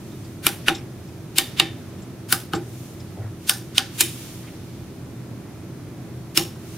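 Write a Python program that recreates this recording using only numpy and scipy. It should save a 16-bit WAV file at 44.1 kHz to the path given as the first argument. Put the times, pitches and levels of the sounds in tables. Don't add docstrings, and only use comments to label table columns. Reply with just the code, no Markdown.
import sys
import numpy as np
from scipy import signal
from scipy.fft import rfft, irfft, next_fast_len
from scipy.io import wavfile
from scipy.ndimage import map_coordinates

SR = 44100
rng = np.random.default_rng(int(sys.argv[2]) if len(sys.argv) > 2 else 0)


def volts(x):
    e = np.asarray(x, float) / 20
    return 10 ** e


def generate_wav(signal):
    frames = np.transpose(np.atleast_2d(signal))
    scaled = np.clip(frames, -1, 1) * 32767
    pcm = np.round(scaled).astype(np.int16)
    wavfile.write(sys.argv[1], SR, pcm)


N = 298557


def unit(x):
    return x / np.sqrt(np.mean(x ** 2) + 1e-20)


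def along(points, hz):
    f, v = np.transpose(points)
    return np.interp(np.log(hz + 1), np.log(f + 1), v)


def peak(f, hz, width, db):
    return volts(db) / (1 + ((f - hz) / width) ** 2)


def filtered(x, response):
    m = next_fast_len(x.shape[-1] + 4096)
    return irfft(rfft(x, m) * response(np.fft.rfftfreq(m, 1 / SR)), m)[..., :x.shape[-1]]


def noise(gain, likeness, size):
    turn = lambda hz: np.arccos(np.clip(likeness(hz), -1, 1)) / 2
    split = lambda hz: gain(hz) * [np.cos(turn(hz)), np.sin(turn(hz))]
    mid, side = filtered(rng.standard_normal((2, size)), split)
    return unit(np.array([mid + side, mid - side]))


def ring(modes, t, rise, rough):
    chance = rng.standard_normal((2, 2, len(modes), len(t)))
    pole = np.exp(-2 * np.pi * 40 / SR)
    drift = signal.lfilter([1], [1, -pole], chance[0] + 1j * chance[1])
    beats = unit(drift.view(float)).view(complex)
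    waver = 1 + rough * (beats[0] + 0.33 * beats[1] * [[[1]], [[-1]]])
    hz, db, t60 = np.transpose(modes)[:, :, None]
    swell = (1 - np.exp(-t * hz / rise)) * volts(db - 60 * t / t60)
    cycles = hz * t + 0.12 * rng.random(hz.shape)
    return np.sum(swell * waver * np.exp(2j * np.pi * cycles), axis=1).imag


def add(track, x, s):
    part = track[:, round(s * SR):][:, :x.shape[-1]]
    part += x[..., :part.shape[-1]]


def sway(rate):
    return map_coordinates(rng.standard_normal(200), [np.arange(N) * rate / SR])


# pitch_hz, likeness (0-1)
ALIKE = [(25, 0.862), (80, 0.95), (200, .96), (550, 0.8), (1650, 0.58), (5000, .03), (15000, 0.027)]


def layer(spectrum):
    return noise(lambda f: volts(along(spectrum, f)), lambda f: along(ALIKE, f), size=N)


# pitch_hz, density_db (per Hz)
RUMBLE = [(12, -74), (20, -47), (43, -13), (65, -13.5), (80, -9), (124, 0), (177, -4.5), (239, -5.5),
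          (267, -6), (301, -6), (332, -11.5), (350, -11.5), (396, -13.5), (424, -14.5), (520, -34),
          (680, -52.5), (1140, -120)]
# pitch_hz, density_db (per Hz)
RUSH = [(240, -36.5), (400, 0.5), (425, -9), (548, -6.5), (930, -14.5), (1010, -14.5), (2500, -22),
        (3250, -43), (5500, -120)]
# pitch_hz, width_hz, level_db
HUM = [(122.6, 9.7, -43), (92.8, 7.27, -48), (175, 15.7, -48.5), (356, 8.8, -55.5)]
# pitch_hz, level_db
WHINE = [(328.4, -47.5), (990.5, -78), (1319, -69)]


def fan():
    swaying = volts(0.87 * sway(3.48))
    flow = swaying * (volts(-39) * layer(RUMBLE) + volts(-48) * layer(RUSH))
    hum = sum(volts(db) * noise(lambda f: peak(f, hz, width, 0), lambda f: 1.0 + 0 * f, size=N)
              for hz, width, db in HUM)
    whine = sum(volts(db + 2.5) * np.sin(2 * np.pi * hz * np.arange(N) / SR) for hz, db in WHINE)
    return flow + hum + whine


# pitch_hz, density_db (per Hz)
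HISS = [(1060, -11), (1800, -8.5), (2570, -4.5), (3570, -4), (6000, -7.5), (7800, -43), (13200, -120)]
# pitch_hz, density_db (per Hz)
FIZZ = [(3530, -25), (6000, -2), (7870, -2), (8720, -2), (13400, -5), (15000, -5.5), (16000, -10.5)]
# loudest_s, rise_s, fall_s, dull_db,
# bright_db
SWELLS = [(.15, .3, .35, -58.5, -55.5), (.62, .08, .15, -51, -54), (1.5, 0.15, 0.14, -49, -54),
          (2.8, 0.2, .2, -54.5, -49.5), (3.5, 0.076, 0.087, -48, -47), (3.82, 0.084, 0.15, -46, -52),
          (4.0, 0.066, 0.15, -43, -40.5), (4.2, 0.13, .24, -45.5, -43), (4.5, 0.11, 0.45, -55, -57),
          (3.65, .1, .1, -58, -56), (1.1, .2, .2, -63, -62), (1.8, .1, 0.36, -58, -59.5),
          (2.4, .15, .1, -54, -62), (3.05, .1, 0.18, -59, -60), (6.8, .2, .1, -50.5, -48)]


def hiss_and_swells():
    s, rise, fall, dull_db, bright_db = np.transpose(SWELLS)[:, :, None]
    t = np.arange(N) / SR - s
    stroke = np.exp(-(t / np.where(t < 0, rise, fall)) ** 2)
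    brushed = lambda floor_db, db: np.sqrt(volts(2 * floor_db) + np.sum(volts(2 * db) * stroke ** 2, axis=0))
    return brushed(-56, dull_db) * layer(HISS) + brushed(-55.5, bright_db) * layer(FIZZ)


# start_s, peak_db, pitch_hz, length_s
TICKS = [(0.13, -48, 3730, 0.035), (0.256, -45, 4760, .03), (0.754, -25, 3660, .014),
         (0.758, -36, 5300, .014), (0.771, -35, 3630, 0.014), (0.787, -39, 5330, 0.021),
         (1.088, -48, 5400, 0.026), (1.995, -46, 3020, 0.019), (2.027, -41.5, 7400, 0.016),
         (2.557, -32.5, 4600, 0.021), (2.56, -31.5, 7660, 0.023), (3.007, -41, 5000, 0.019),
         (3.21, -35, 550, 0.09), (3.25, -41, 1400, 0.07), (3.752, -35, 8400, .012),
         (4.45, -41.5, 1620, 0.035), (4.486, -39.5, 2230, 0.028), (4.625, -61, 3000, .025),
         (6.565, -42, 1100, 0.021)]
# pitch_hz, level_db
CAP = [(3600, -6), (5450, -9), (7450, -10.5)]


def finger_ticks():
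    out, t = np.zeros((2, N)), np.arange(SR // 4) / SR
    for s, db, hz, length in TICKS:
        nail = lambda f: (0.13 * (f > 1200) * (f < 7800)
                          + sum(peak(f, c, 0.051 * c, level) for c, level in CAP + [(hz, -0.5)]))
        skin = lambda f: 1 / (1 + ((f - hz) / (0.49 * hz)) ** 4)
        puff = np.e * t / (0.24 * length) * np.exp(-t / (0.33 * length))
        sound = noise(skin if hz < 2500 else nail, lambda f: 0.91 + 0 * f, size=len(t))
        add(out, volts(db - 10) * puff * sound, s - 0.54 * length)
    return out


# start_s, level_db, pitch_hz, t60_s
BUMPS = [
    (3.2, -24.5, 105.8, 0.19),
    (3.253, -22, 104.5, 0.17),
]


def wrist_bumps():
    out, t = np.zeros((2, N)), np.arange(SR // 4) / SR
    for s, db, hz, t60 in BUMPS:
        modes = [(hz, db + 11.5, t60), (2.22 * hz, db - 9, 0.6 * t60)]
        add(out, ring(modes, t, 3.0, rough=0.055), s - 0.015)
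    return out


# pitch_hz, likeness (0-1)
PORTS = [(300, 0.83), (1500, 0.96), (3500, 0.65), (6000, 0.92), (12000, 0.53)]


def ports(f):
    return along(PORTS, f)


def dulled(f, dull):
    return volts(-dull * np.log2(np.maximum(f / 2880, 1)))


KEYS = {"a": (-3.5, -4.5, -2.5, .15), "b": (-9.5, -6, -7.5, .34), "c": (-4, -1, -1, 0.22),
        "d": (-8, 1.7, -0.5, 0.28), "e": (-9.5, -3.5, -3.5, 0.32), "f": (-8.5, -5.5, -5, .35)}


def crack_colour(key, f):
    low_db, mid_db, top_db, _ = KEYS[key]
    shares = [(100, low_db - 1.5), (800, low_db - 3.5), (1500, low_db + 2.5), (3000, 0.0045),
              (6000, mid_db - 0.5), (11000, top_db + 1.5), (15000, top_db - 2.5)]
    return volts(along(shares, f))


def crack(key, dull, age):
    sharp = noise(lambda f: crack_colour(key, f) * dulled(f, dull), ports, size=len(age))
    return np.exp(-(age / 0.003) ** 3) * sharp


DOMES = {"a": [(1400, 280, -3), (2415, 300, -2), (2940, 540, -0.5), (5700, 400, -11), (9340, 600, -4),
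         (11400, 400, -5)], "b": [(2814, 230, -4.5), (3630, 350, -0.5), (4760, 330, -6.5), (7710, 500, -6),
         (10220, 390, -8), (14200, 900, -8), (2250, 260, -10.5)], "c": [(1468, 300, 1.5), (3000, 400, -7),
         (4340, 240, -5.5), (5530, 270, -10), (9630, 900, -6), (14600, 1300, -8)], "d": [(3010, 780, -2),
         (3600, 460, -0.5), (4770, 420, -2.5), (5850, 230, -4), (8850, 910, -1), (9870, 300, -7),
         (13080, 550, 1)], "e": [(2600, 850, -1.5), (7460, 940, 0), (8160, 310, 0), (9370, 330, 0),
         (10440, 260, -2), (12600, 510, -6)], "f": [(2900, 370, -1.5), (3820, 250, -9), (5200, 550, -1),
         (6680, 270, -6.5), (8030, 290, -7), (9890, 480, -9)]}


def dome(key, dull, age):
    hz, width, level = np.transpose(DOMES[key])[:, :, None]
    skew = np.arccos(ports(hz)) / 2 * rng.standard_normal(hz.shape) * [[[1]], [[-1]]]
    swell = (1 - np.exp(-age * hz / 2.5)) * np.exp(-1.5 * width * age)
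    strength = volts(level) * dulled(hz, dull) ** 1.25 * (width / 300) ** 1.37
    click = np.sum(strength * swell * np.sin(2 * np.pi * hz * age + skew), axis=1)
    return click * np.exp(-(age / 0.0065) ** 2)


def afterglow(key, dull, share, size):
    tint = lambda f: (f > 900) * (1 + 0.5 * sum(peak(f, *mode) for mode in DOMES[key]))
    colour = lambda f: tint(f) * crack_colour(key, f) * dulled(f, dull) ** share
    return noise(colour, lambda f: 0.88 * ports(f), size=size)


def room_tail(key, dull, age):
    decay = volts(-60 * age / 0.31) + volts(9 - 60 * age / 0.047)
    rattle = map_coordinates(rng.standard_normal(400), [age * 260])
    return decay * afterglow(key, dull, 0.85, len(age)) * volts(1.4 * rattle - 0.3)


def lead_in(t, s):
    reach = ((s * SR - 135) % 1024 + 1024) / SR
    block = np.sin(np.pi / 2 * np.clip((t + reach) / 0.019, 0, 1)) ** 1.3
    return block * (volts(3 + 60 * t / 0.16) + volts(5 + 60 * t / 0.019))


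def snap_haze(key, dull, t, age, early):
    late = 1.24 * np.exp(-(age / 0.019) ** 2)
    return np.where(t < 0, early, late) * afterglow(key, dull, 0.55, len(t))


HOUSINGS = {"a": [(1465, -2), (2520, -12), (3560, -6), (4090, -12), (4670, -10), (5920, -7), (7370, -12),
            (10300, -10)], "b": [(1840, -5), (2300, -5), (3050, -5), (3600, 0.5), (4650, -5), (5250, -10),
            (6280, -9), (10100, -7), (13300, -9)], "c": [(1270, -4), (1500, 0), (3690, -16), (5040, -3),
            (9230, -12), (9790, -8), (12400, -10), (13100, -11)], "d": [(1480, 1), (1740, -9), (3540, -8),
            (4590, -2), (5220, 0), (5600, -5), (6470, -6), (9080, -2), (12100, -10)], "e": [(2440, -1),
            (3050, -3), (3710, -1), (5280, -4), (6910, -8), (9850, 0), (10500, -4), (13700, -9)],
            "f": [(1070, -6), (2940, -6), (3460, -9), (5250, -2), (5570, 3.5), (6680, -4), (8020, -8)]}
# pitch_hz, width_hz, level_db
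BOARD = [(1780, 40, -9.5), (3735, 37, -8.5)]


def housing(key, dull, t, age, early):
    bands = lambda f: (dulled(f, dull) * sum(peak(f, hz, 78, db) for hz, db in HOUSINGS[key])
                       + sum(peak(f, hz, width + 29, db) for hz, width, db in BOARD))
    decay = volts(-60 * age / KEYS[key][3]) + volts(1.5 - 60 * age / 0.057)
    life = np.where(t < 0, volts(-14) * early, decay)
    return life * noise(bands, ports, size=len(t))


# pitch_hz, level_db, t60_s
KNOCK = [(778, 1, 0.16), (809, -2.5, 0.22), (1073, -2, 0.08), (1193, 2, 0.073), (1312, -1, 0.062)]
# pitch_hz, level_db, t60_s
TABLE = [(327, 0.5, 0.28), (350, -2, 0.33), (162.8, -8, 0.26)]


def board_and_table(knock_db, table_db, age):
    knock = volts(knock_db - 6) * ring(KNOCK, age, 4.5, rough=0.5)
    return knock + volts(table_db + 1) * ring(TABLE, age, 1.6, rough=0.38)


# key, start_s, crack_db, dome_db, dullness_db (per octave)
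SNAPS = [
    ("a", 0.4666, -1.3, -8, 0.1),
    ("a", 0.683, -6.5, -4.5, 7.5),
    ("b", 1.3836, -2, -4, 0.1),
    ("b", 1.5981, -1.1, 2.5, 8),
    ("c", 2.3248, -10, -8, 0.1),
    ("c", 2.5345, -25, -13, 8.6),
    ("d", 3.4948, -4.5, -10, 0.1),
    ("d", 3.7806, -1.1, -0.92, 8),
    ("e", 4.0076, -2, -12, 0.1),
    ("f", 6.3742, -4, -4.5, 0.1),
]
# tail_db, housing_db, knock_db, table_db
AFTER = [(-25, -26, -24, -30.5), (-27.5, -22.5, -15.5, -21.5), (-23.5, -29.5, -24, -31.5),
         (-26, -26.5, -20, -26.5), (-24, -26, -23.5, -31), (-41.5, -34.5, -20, -19.5),
         (-25, -27.5, -25.5, -47), (-27.5, -30.5, -26, -35), (-21, -25.5, -37, -29.5),
         (-23.5, -30.5, -22, -23)]


def switches():
    out, lead = np.zeros((2, N)), 0.05
    t = np.arange(SR // 2) / SR - lead
    age = np.maximum(t, 0)
    for (key, s, db, dome_db, dull), (tail_db, housing_db, knock_db, table_db) in zip(SNAPS, AFTER):
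        early = lead_in(t, s)
        direct = volts(db - 5) * crack(key, dull, age) + volts(tail_db) * room_tail(key, dull, age)
        snap = (t >= 0) * direct
        snap = snap + volts(dome_db + 5.5) * dome(key, dull, age)
        snap = snap + volts(housing_db) * housing(key, dull, t, age, early)
        snap = snap + board_and_table(knock_db, table_db, age)
        snap = snap + volts(tail_db - 3.6) * snap_haze(key, dull, t, age, early)
        add(out, snap, s - lead)
    return out


def scene():
    room = fan() + hiss_and_swells()
    board = finger_ticks() + wrist_bumps() + switches()
    return room * volts([[-0.4], [0.4]]) + board * volts([[-0.1], [0.1]])


def top_cut(x):
    return signal.sosfilt(signal.butter(12, 16360, fs=SR, output="sos"), x)


def record(dry):
    clipped = dry / (1 + np.abs(dry / 0.83) ** 8) ** (1 / 8)
    notch = lambda f: 1 - 0.85 / (1 + ((f - 7920) / 70) ** 2)
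    low_pass = lambda f: 1 / (1 + (f / 15800) ** 120)
    finished = filtered(clipped, lambda f: notch(f) * low_pass(f))
    return top_cut(finished)


dry = scene()
out = record(dry)
generate_wav(out)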